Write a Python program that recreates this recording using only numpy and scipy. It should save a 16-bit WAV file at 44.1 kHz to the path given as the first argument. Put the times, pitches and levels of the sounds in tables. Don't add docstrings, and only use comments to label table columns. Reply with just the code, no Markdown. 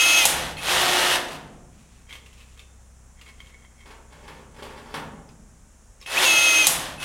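import sys
import numpy as np
from scipy import signal
from scipy.fft import rfft, irfft
from scipy.io import wavfile
from scipy.ndimage import uniform_filter1d

SR = 44100
rng = np.random.default_rng(int(sys.argv[2]) if len(sys.argv) > 2 else 0)


def generate_wav(signal):
    frames = np.transpose(np.atleast_2d(signal))
    scaled = np.clip(frames, -1, 1) * 32767
    pcm = np.round(scaled).astype(np.int16)
    wavfile.write(sys.argv[1], SR, pcm)


N = 310464
TIME = np.arange(N) / SR
PULL_S = 0.609


def from_db(db):
    return 10 ** (np.asarray(db) / 20)


def rms_one(x):
    return x / np.sqrt(np.mean(x ** 2) + 1e-20)


def unit_energy(response):
    return response / np.sqrt(np.sum(response ** 2))


def in_time(rows):
    return np.interp(TIME, *np.transpose(rows))


def at_hz(points, hz):
    point_hz, value = np.transpose(points)
    return np.interp(np.log(hz + 1), np.log(point_hz), value)


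def colour(x, spectrum):
    hz = np.arange(len(x) // 2 + 1) * SR / len(x)
    low_fade = np.minimum(hz / spectrum[0][0], 1) ** 2
    return rms_one(irfft(rfft(x) * from_db(at_hz(spectrum, hz)) * low_fade, len(x)))


def drift(rate_hz):
    r = np.exp(-80 * np.pi * rate_hz / SR)
    noise = rng.standard_normal(N // 40 + 2002)
    slow = signal.lfilter([1], [1, -2 * r, r * r], noise)[2000:]
    return np.interp(np.arange(N) / 40, np.arange(len(slow)), rms_one(slow))


def grains(per_s, spread_db):
    sizes = from_db(spread_db * np.minimum(rng.exponential(1, N), 4)) * rng.standard_normal(N)
    return rms_one(sizes * (rng.random(N) < per_s / SR))


def blows(times, db):
    out, at = np.zeros(N), np.round(times * SR).astype(int)
    out[at[at < N]] = from_db(db)[at < N]
    return out


def stroke(start, end, attack_s, release_s):
    return np.exp(-np.maximum(start - TIME, 0) / attack_s - np.maximum(TIME - end, 0) / release_s)


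def through(x, response):
    return signal.fftconvolve(x, response)[:N]


def dying(t60):
    return from_db(-60 * TIME[:2 * SR] / t60)


def mode(hz, t60):
    return np.sin(2 * np.pi * hz * TIME[:2 * SR]) * dying(t60)


def modes(table):
    return sum(from_db(db) * mode(hz, t60) for hz, db, t60 in table)


def dense_modes(spectrum, t60s):
    noise = rfft(colour(rng.standard_normal(2 * SR), spectrum))
    octave = np.log2(np.clip(np.arange(SR + 1) / 2, 128, 16384))
    response = 0
    for k in range(7, 15):
        band = np.maximum(1 - abs(octave - k), 0)
        response = response + irfft(noise * band) * dying(at_hz(t60s, 2 ** k))
    return response


def burst(spectrum, t60):
    return colour(rng.standard_normal(2 * SR), spectrum) * dying(t60)


# trigger_s, clatter_db, loaded_speed (turns per s),
# coasting_clatter_db, crack_db, bracket_thud_db
RIVET_PULLS = [(-.3552, -24, 323, -30.5, -7, -10.5), (6.06, -26, 319.5, -34, -5.5, -15.5),
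               (6.98, -27.5, 320, -33, -7, -18)]
PULL_TURNS_PER_S, PULL_WHINE_DB, PULL_POWER = 390, -18.5, 1.13
GRIP_S, GRIP_RISE_S = 0.152, 0.034
UNLOAD_S = 0.012
STRAIN_S, STRAIN_TURNS_PER_S, STRAIN_WHINE_DB = 0.055, 18, -6.5
BITE_DB = 4


def pull(on, clatter_db, loaded_speed, coast_db):
    snap = on + PULL_S
    holding = np.exp(-np.maximum(TIME - snap, 0) / UNLOAD_S)
    closed = 1 - np.exp(-np.maximum(TIME - on - GRIP_S, 0) / GRIP_RISE_S)
    grip, bite = holding * closed, np.sin(np.pi * closed)
    strain = holding * np.clip(1 + (TIME - snap) / STRAIN_S, 0, 1)
    sag = (PULL_TURNS_PER_S - loaded_speed) * grip + STRAIN_TURNS_PER_S * strain
    slack_db = -9 * (1 - holding)
    driven_db = clatter_db + slack_db + BITE_DB * bite
    whine_db = PULL_WHINE_DB + slack_db + STRAIN_WHINE_DB * strain
    return motor_run(on, snap, PULL_TURNS_PER_S, driven_db, PULL_POWER, coast_db, whine_db, grip, sag)


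def jaw_return():
    return motor_run(on=0.574, off=1.157, top=360, clatter_db=-26, power=1.55, coast_db=-46, whine_db=-28)


SPIN_UP_TURNS_PER_S2, BRAKE_TURNS_PER_S2 = 2680, 1280
DRIVE_RELEASE_S = 0.021
IDLE_LOAD, COAST_LOAD = 0.49, 0.3
TIGHT_GEARS_DB = -1
COAST_POWER = 0.81


def motor_run(on, off, top, clatter_db, power, coast_db, whine_db, grip=0, sag=0):
    spin_up = SPIN_UP_TURNS_PER_S2 * (TIME - on)
    braking = top - BRAKE_TURNS_PER_S2 * (TIME - off)
    free = np.clip(np.minimum(spin_up, braking), 0, top)
    speed = np.maximum(free - sag, 0)
    pace = speed / top
    driven = np.exp(-np.maximum(TIME - off, 0) / DRIVE_RELEASE_S)
    friction = (free > 0) * (COAST_LOAD + (IDLE_LOAD - COAST_LOAD) * driven)
    load = friction + (1 - friction) * grip
    driven_clatter = driven * from_db(clatter_db + TIGHT_GEARS_DB * grip) * pace ** power
    coasting_clatter = (1 - driven) * from_db(coast_db) * pace ** COAST_POWER
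    whine_gain = from_db(whine_db) * pace * driven ** 2
    return np.array([speed, load, driven_clatter + coasting_clatter, whine_gain])


def gear_tones(turns, tones, flutter_db, play):
    angle = 2 * np.pi * (turns + play * drift(45))
    total = 0
    for multiple, db in tones:
        level = np.sqrt(2) * from_db(db + flutter_db * drift(25))
        total = total + level * np.sin(multiple * angle + 2 * np.pi * rng.random())
    return total


# multiple (of the motor speed), level_db
LOADED_MESH_TONES = [(1, -21.5), (2, -18), (4, -15.5), (4.32, -13), (6.5, -8), (9, -11.5), (10, -6),
                     (16, -24), (17, -25.5), (19, -12.5), (20, -4.5), (20.5, -12.5), (29.5, -15), (30, -17)]


def whine(speed, turns, load, gain, housing_hz=2560, width_hz=135):
    resonance = 1 / np.sqrt(1 + ((8 * speed - housing_hz) / width_hz) ** 4)
    mesh = gear_tones(turns, [(8, 0)], flutter_db=1.6, play=0.009)
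    others = gear_tones(turns, LOADED_MESH_TONES, flutter_db=2.5, play=0.0069)
    return gain * (from_db(1.0) * resonance * mesh + from_db(-3.5) * load ** 3 * others)


# multiple (of the motor speed), level_db
FREE_GEAR_TONES = [(1, -8.5), (2, -5.5), (3.55, -9), (5.15, -6), (5.83, -10), (8, -7), (9.5, -7), (24, -15)]
# (per Hz, relative)
LOADED_GEAR_NOISE = [(100, -22.5), (250, -16.5), (400, -10.5), (700, -3), (1200, -6.5), (2200, -3),
                     (3200, 3), (4500, -3.5), (6300, -5), (7800, -9), (9500, -7.5), (12000, -11.5),
                     (15500, -21)]
FREE_GEAR_NOISE = [(150, -10.5), (300, -6), (450, -1.5), (700, 6), (1200, 3), (1800, 4), (2400, -1.5),
                   (3400, 0), (5200, -11), (9000, -14.5), (12000, -20), (15500, -35.5)]


def gearbox(speed, turns, load, clatter):
    beat = 1 + 0.15 * np.sin(2 * np.pi * turns) + 0.11 * np.sin(np.pi * turns)
    teeth = grains(per_s=14000, spread_db=0.0) * beat
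    loaded = from_db(5.5) * colour(teeth, LOADED_GEAR_NOISE)
    free = from_db(5.5) * colour(teeth, FREE_GEAR_NOISE)
    wobble = 0.015 * drift(12)
    free_tones = gear_tones(turns + wobble, FREE_GEAR_TONES, flutter_db=3, play=0.01)
    tones = from_db(-2) * free_tones * (speed / speed.max()) ** 2
    return clatter * (load * loaded + (1 - load) * (free + tones))


def drive(speed, turns, chopper_hz=10000, stator_hz=2590):
    gathering = (np.gradient(speed) > 0) & (speed > 0) & (speed < 270)
    starting = uniform_filter1d(1.0 * gathering, size=256)
    lines = sum(np.sin(2 * np.pi * (chopper_hz * TIME + side * 4 * turns)) for side in (-1, 1))
    whistle = from_db(-51 + speed / 45) * lines
    stator = np.sin(2 * np.pi * stator_hz * TIME + 0.9 * drift(50))
    return starting * from_db(2 * drift(30)) * (whistle + from_db(-37.5) * stator)


# pitch_hz, t60_s
SHEET_DECAY = [(150, 1.2), (700, 0.6), (1840, 0.44), (4850, 0.21), (14000, 0.37)]
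# (per Hz, relative)
SHEET_RING = [(200, -10), (330, -10), (410, -4.5), (520, -5.5), (620, -4.5), (800, -1.5), (1200, -1.5),
              (1900, -5), (3000, -5.5), (4500, -12.5), (7000, -20), (10000, -22), (15000, -33)]


def sheet_ring():
    return dense_modes(SHEET_RING, SHEET_DECAY)


# (per Hz, relative)
SHEET_FLEX = [(70, -11), (110, -10.5), (150, -1.5), (235, 0.5), (310, -10.5), (1000, -45)]


def sheet_boom():
    return dense_modes(SHEET_FLEX, SHEET_DECAY)


# (per Hz, relative)
CRACK_SPECTRUM = [(200, -25.5), (800, -7), (1400, -15), (2600, 0), (5000, -1), (7500, 2), (10000, 4),
                  (13000, -3.5), (16000, -16)]
# (per Hz, relative)
WALL_SWAY = [(35, -2), (70, 1.5), (110, -8), (170, 1), (300, -31.5), (1000, -52.5)]


def snaps():
    trigger, *_, crack_db, thud_db = np.transpose(RIVET_PULLS)
    snap_s = trigger + PULL_S
    crack = from_db(0.5) * burst(CRACK_SPECTRUM, t60=0.0118) + from_db(-5.5) * burst(CRACK_SPECTRUM, t60=0.05)
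    rattle = from_db(-11.5) * burst(CRACK_SPECTRUM, t60=0.33)
    panel = from_db(-29.5) * sheet_ring() + from_db(-39) * sheet_boom()
    sway = from_db(-28) * burst(WALL_SWAY, t60=2.2) * (1 - dying(t60=0.6))
    thud = mode(hz=821, t60=0.02) + sway
    return through(blows(snap_s, crack_db), crack + rattle + panel) + through(blows(snap_s, thud_db), thud)


# start_s, level_db, pitch_hz,
# nose_ring_db (relative to the click's level)
PART_CLICKS = [(0.5691, -23, 4200, -11), (0.5824, -21, 2510, -9), (2.0931, -31, 2340, -21),
               (2.1081, -32, 3200, -3.5), (2.1266, -24, 3450, -16), (2.1544, -29, 3160, -14),
               (2.2603, -32.5, 2740, -30), (2.3294, -37, 3000, -29), (2.4084, -36, 3000, -37),
               (2.5935, -30, 3560, -24), (2.6044, -42, 2900, -31), (3.2128, -30, 2800, -25),
               (3.4037, -35, 3130, -0.5), (3.4698, -42, 3180, -9), (3.876, -41, 4930, -18),
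               (4.6299, -27, 3160, -30), (5.2901, -40, 5000, -23.5), (6.004, -40, 6500, -32),
               (6.0135, -29.5, 5340, -30), (6.026, -32, 3770, -13), (6.0621, -22.5, 2720, -8),
               (7.0274, -16, 2920, -25)]
# (per Hz, relative)
CLICK_SPECTRUM = [(300, -23), (480, 0.5), (750, -35), (1100, 1), (1500, -11), (2500, 3.5), (3400, -2),
                  (5000, -7), (9000, -11), (15000, -22)]
# pitch_hz, level_db, t60_s
NOSE_MODES = [(1125, -4, 0.04), (2060, -2, .05), (2115, 9.5, 0.052), (2195, 10.5, 0.072), (2510, -4, 0.047),
              (3176, 12, 0.075)]
# start_s, length_s, rustle_db, nose_ring_db
SLIDES_AND_RUBS = [(1.29, .07, -42, -60), (1.732, 0.29, -65, -74), (2.107, 0.062, -55, -49),
                   (2.31, .23, -64, -78), (2.393, .025, -60, -67), (2.575, 0.027, -56.5, -60),
                   (3.19, .015, -64, -55), (3.27, 0.032, -54, -51), (3.393, 0.11, -61, -61.5),
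                   (3.537, 0.014, -70, -55), (3.59, 0.0088, -69, -60.5), (3.643, 0.0074, -69, -55),
                   (3.792, 0.039, -63, -57)]
RUB_ATTACK_S, RUB_RELEASE_S = 0.016, 0.011


def small_parts(click_t60=0.14, tone_t60=0.028, slip_hz=2300):
    start_s, level_db, pitch_hz, ring_db = np.transpose(PART_CLICKS)
    ticks = np.zeros(N + 2 * SR)
    for at, size, pitch in zip((start_s * SR).astype(int), from_db(level_db), pitch_hz):
        noise = from_db(-17.5) * burst(CLICK_SPECTRUM, click_t60)
        ticks[at:at + 2 * SR] += size * (noise + from_db(-9.5) * mode(pitch, tone_t60))
    nose = modes(NOSE_MODES)
    rings = through(blows(start_s, level_db + ring_db), from_db(-19.0) * nose)
    slips = grains(per_s=1500, spread_db=0.0)
    rustle, ringing = np.zeros(N), np.zeros(N)
    for at, length, rustle_db, nose_db in SLIDES_AND_RUBS:
        motion = stroke(at, at + length, RUB_ATTACK_S, RUB_RELEASE_S)
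        rustle += from_db(rustle_db) * motion
        ringing += from_db(nose_db) * motion
    soft_slips = signal.sosfilt(signal.butter(2, slip_hz, fs=SR, output="sos"), slips)
    rubbing = rustle * colour(slips, CLICK_SPECTRUM) + ringing * rms_one(through(soft_slips, nose))
    return ticks[:N] + rings + rubbing


# start_s, level_db, boom_db
PANEL_KNOCKS = [(1.315, -27.5, -33.5), (3.859, -37, -73), (3.908, -34.5, -57), (4.124, -38, -46.5),
                (4.279, -30, -44), (4.565, -38.5, -46.5), (4.63, -38, -49), (4.941, -18.5, -31.5),
                (4.965, -33, -45)]
# start_s, length_s, level_db
BRACKET_SCRAPES = [(3.87, 0.024, -51), (4.116, 0.15, -57), (4.237, 0.053, -49), (4.338, 0.061, -54),
                   (4.559, 0.4, -45.5), (4.61, 0.027, -50)]
SCRAPE_ATTACK_S, SCRAPE_RELEASE_S = 0.023, 0.018
# pitch_hz, level_db, t60_s
BRACKET_MODES = [(429, -3.5, 0.075), (590, -3, 0.073), (860, -2, 0.063)]


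def wall_panel():
    sheet = sheet_ring()
    start_s, level_db, boom_db = np.transpose(PANEL_KNOCKS)
    pressure = np.zeros(N)
    for at, length, scrape_db in BRACKET_SCRAPES:
        pressure += from_db(scrape_db) * stroke(at, at + length, SCRAPE_ATTACK_S, SCRAPE_RELEASE_S)
    scraping = pressure * grains(per_s=320, spread_db=2)
    groan = through(from_db(-6.5) * scraping, unit_energy(modes(BRACKET_MODES)))
    boom = through(from_db(-12) * blows(start_s, boom_db), sheet_boom())
    knocked = through(from_db(-12.0) * blows(start_s, level_db), sheet)
    scraped = through(from_db(-1.0) * scraping, unit_energy(sheet))
    return knocked + scraped + groan + boom


# pitch_hz, t60_s
ROOM_DECAY = [(150, 1.73), (700, 0.91), (2000, 0.66), (5000, 0.54), (14000, 0.36)]


def workshop(x):
    spectrum = [(60, 2), (700, -2.5), (3000, -5), (15000, -2.5)]   # pitch_hz, level_db
    tail = dense_modes(spectrum, ROOM_DECAY) * (1 - dying(t60=0.017))
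    return through(x, unit_energy(tail))


# (per Hz, relative)
RUMBLE_SPECTRUM = [(25, -1), (45, 2.5), (65, -12), (100, -7), (150, -16), (240, -15.5), (290, -21.5),
                   (700, -22.5), (1500, -25.5), (3000, -34), (4600, -38.5), (12000, -70)]
HISS_SPECTRUM = [(4000, -23.5), (4800, -12), (5500, -3), (7200, 1), (8700, -4.5), (9700, -3.5),
                 (11500, -16.5), (15500, -19.5)]
# pitch_hz, level_db (before the swell)
HUM_TONES = [(64.6, -52.5), (96.9, -67.5), (129.2, -67), (161.5, -67.5), (226.1, -68.5)]
# start_s, level_db
HUM_LEVEL = [(0, -3), (1.4, -3), (2.3, -1), (4.2, 0.5), (5.6, -5), (7.04, -8)]


def background():
    rumble = from_db(-54) * colour(rng.standard_normal(N), RUMBLE_SPECTRUM)
    hum = np.zeros(N)
    for hz, db in HUM_TONES:
        level = np.sqrt(2) * from_db(db + 1.1 * drift(0.73))
        hum += level * np.sin(2 * np.pi * hz * TIME + 0.3 * drift(0.93))
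    hiss = from_db(-62) * colour(rng.standard_normal(N), HISS_SPECTRUM)
    return rumble + from_db(in_time(HUM_LEVEL)) * hum + hiss


def scene():
    speed, load, clatter, whine_gain = jaw_return() + sum(pull(*row[:4]) for row in RIVET_PULLS)
    turns = np.cumsum(speed * (1 + 0.003 * drift(5))) / SR
    load = np.clip(load, 0, 1)
    tones = whine(speed, turns, load, whine_gain) + drive(speed, turns)
    gears = gearbox(speed, turns, load, clatter)
    contacts = snaps() + small_parts() + wall_panel()
    echo = workshop(from_db(-5.5) * (gears + contacts) + from_db(-18) * tones)
    mid = tones + gears + contacts + echo + background()
    side_echo = workshop(from_db(-27) * gears + from_db(-32.5) * contacts + from_db(-28.5) * tones)
    side = side_echo + from_db(-20) * background()
    return np.array([mid + side, mid - side])


def record(dry, cutoff_hz=15900):
    low_pass = signal.ellip(10, 0.1, 80, cutoff_hz, fs=SR, output="sos")
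    return signal.sosfilt(low_pass, np.clip(dry, -0.8, 0.8))


dry = scene()
out = record(dry)
generate_wav(out)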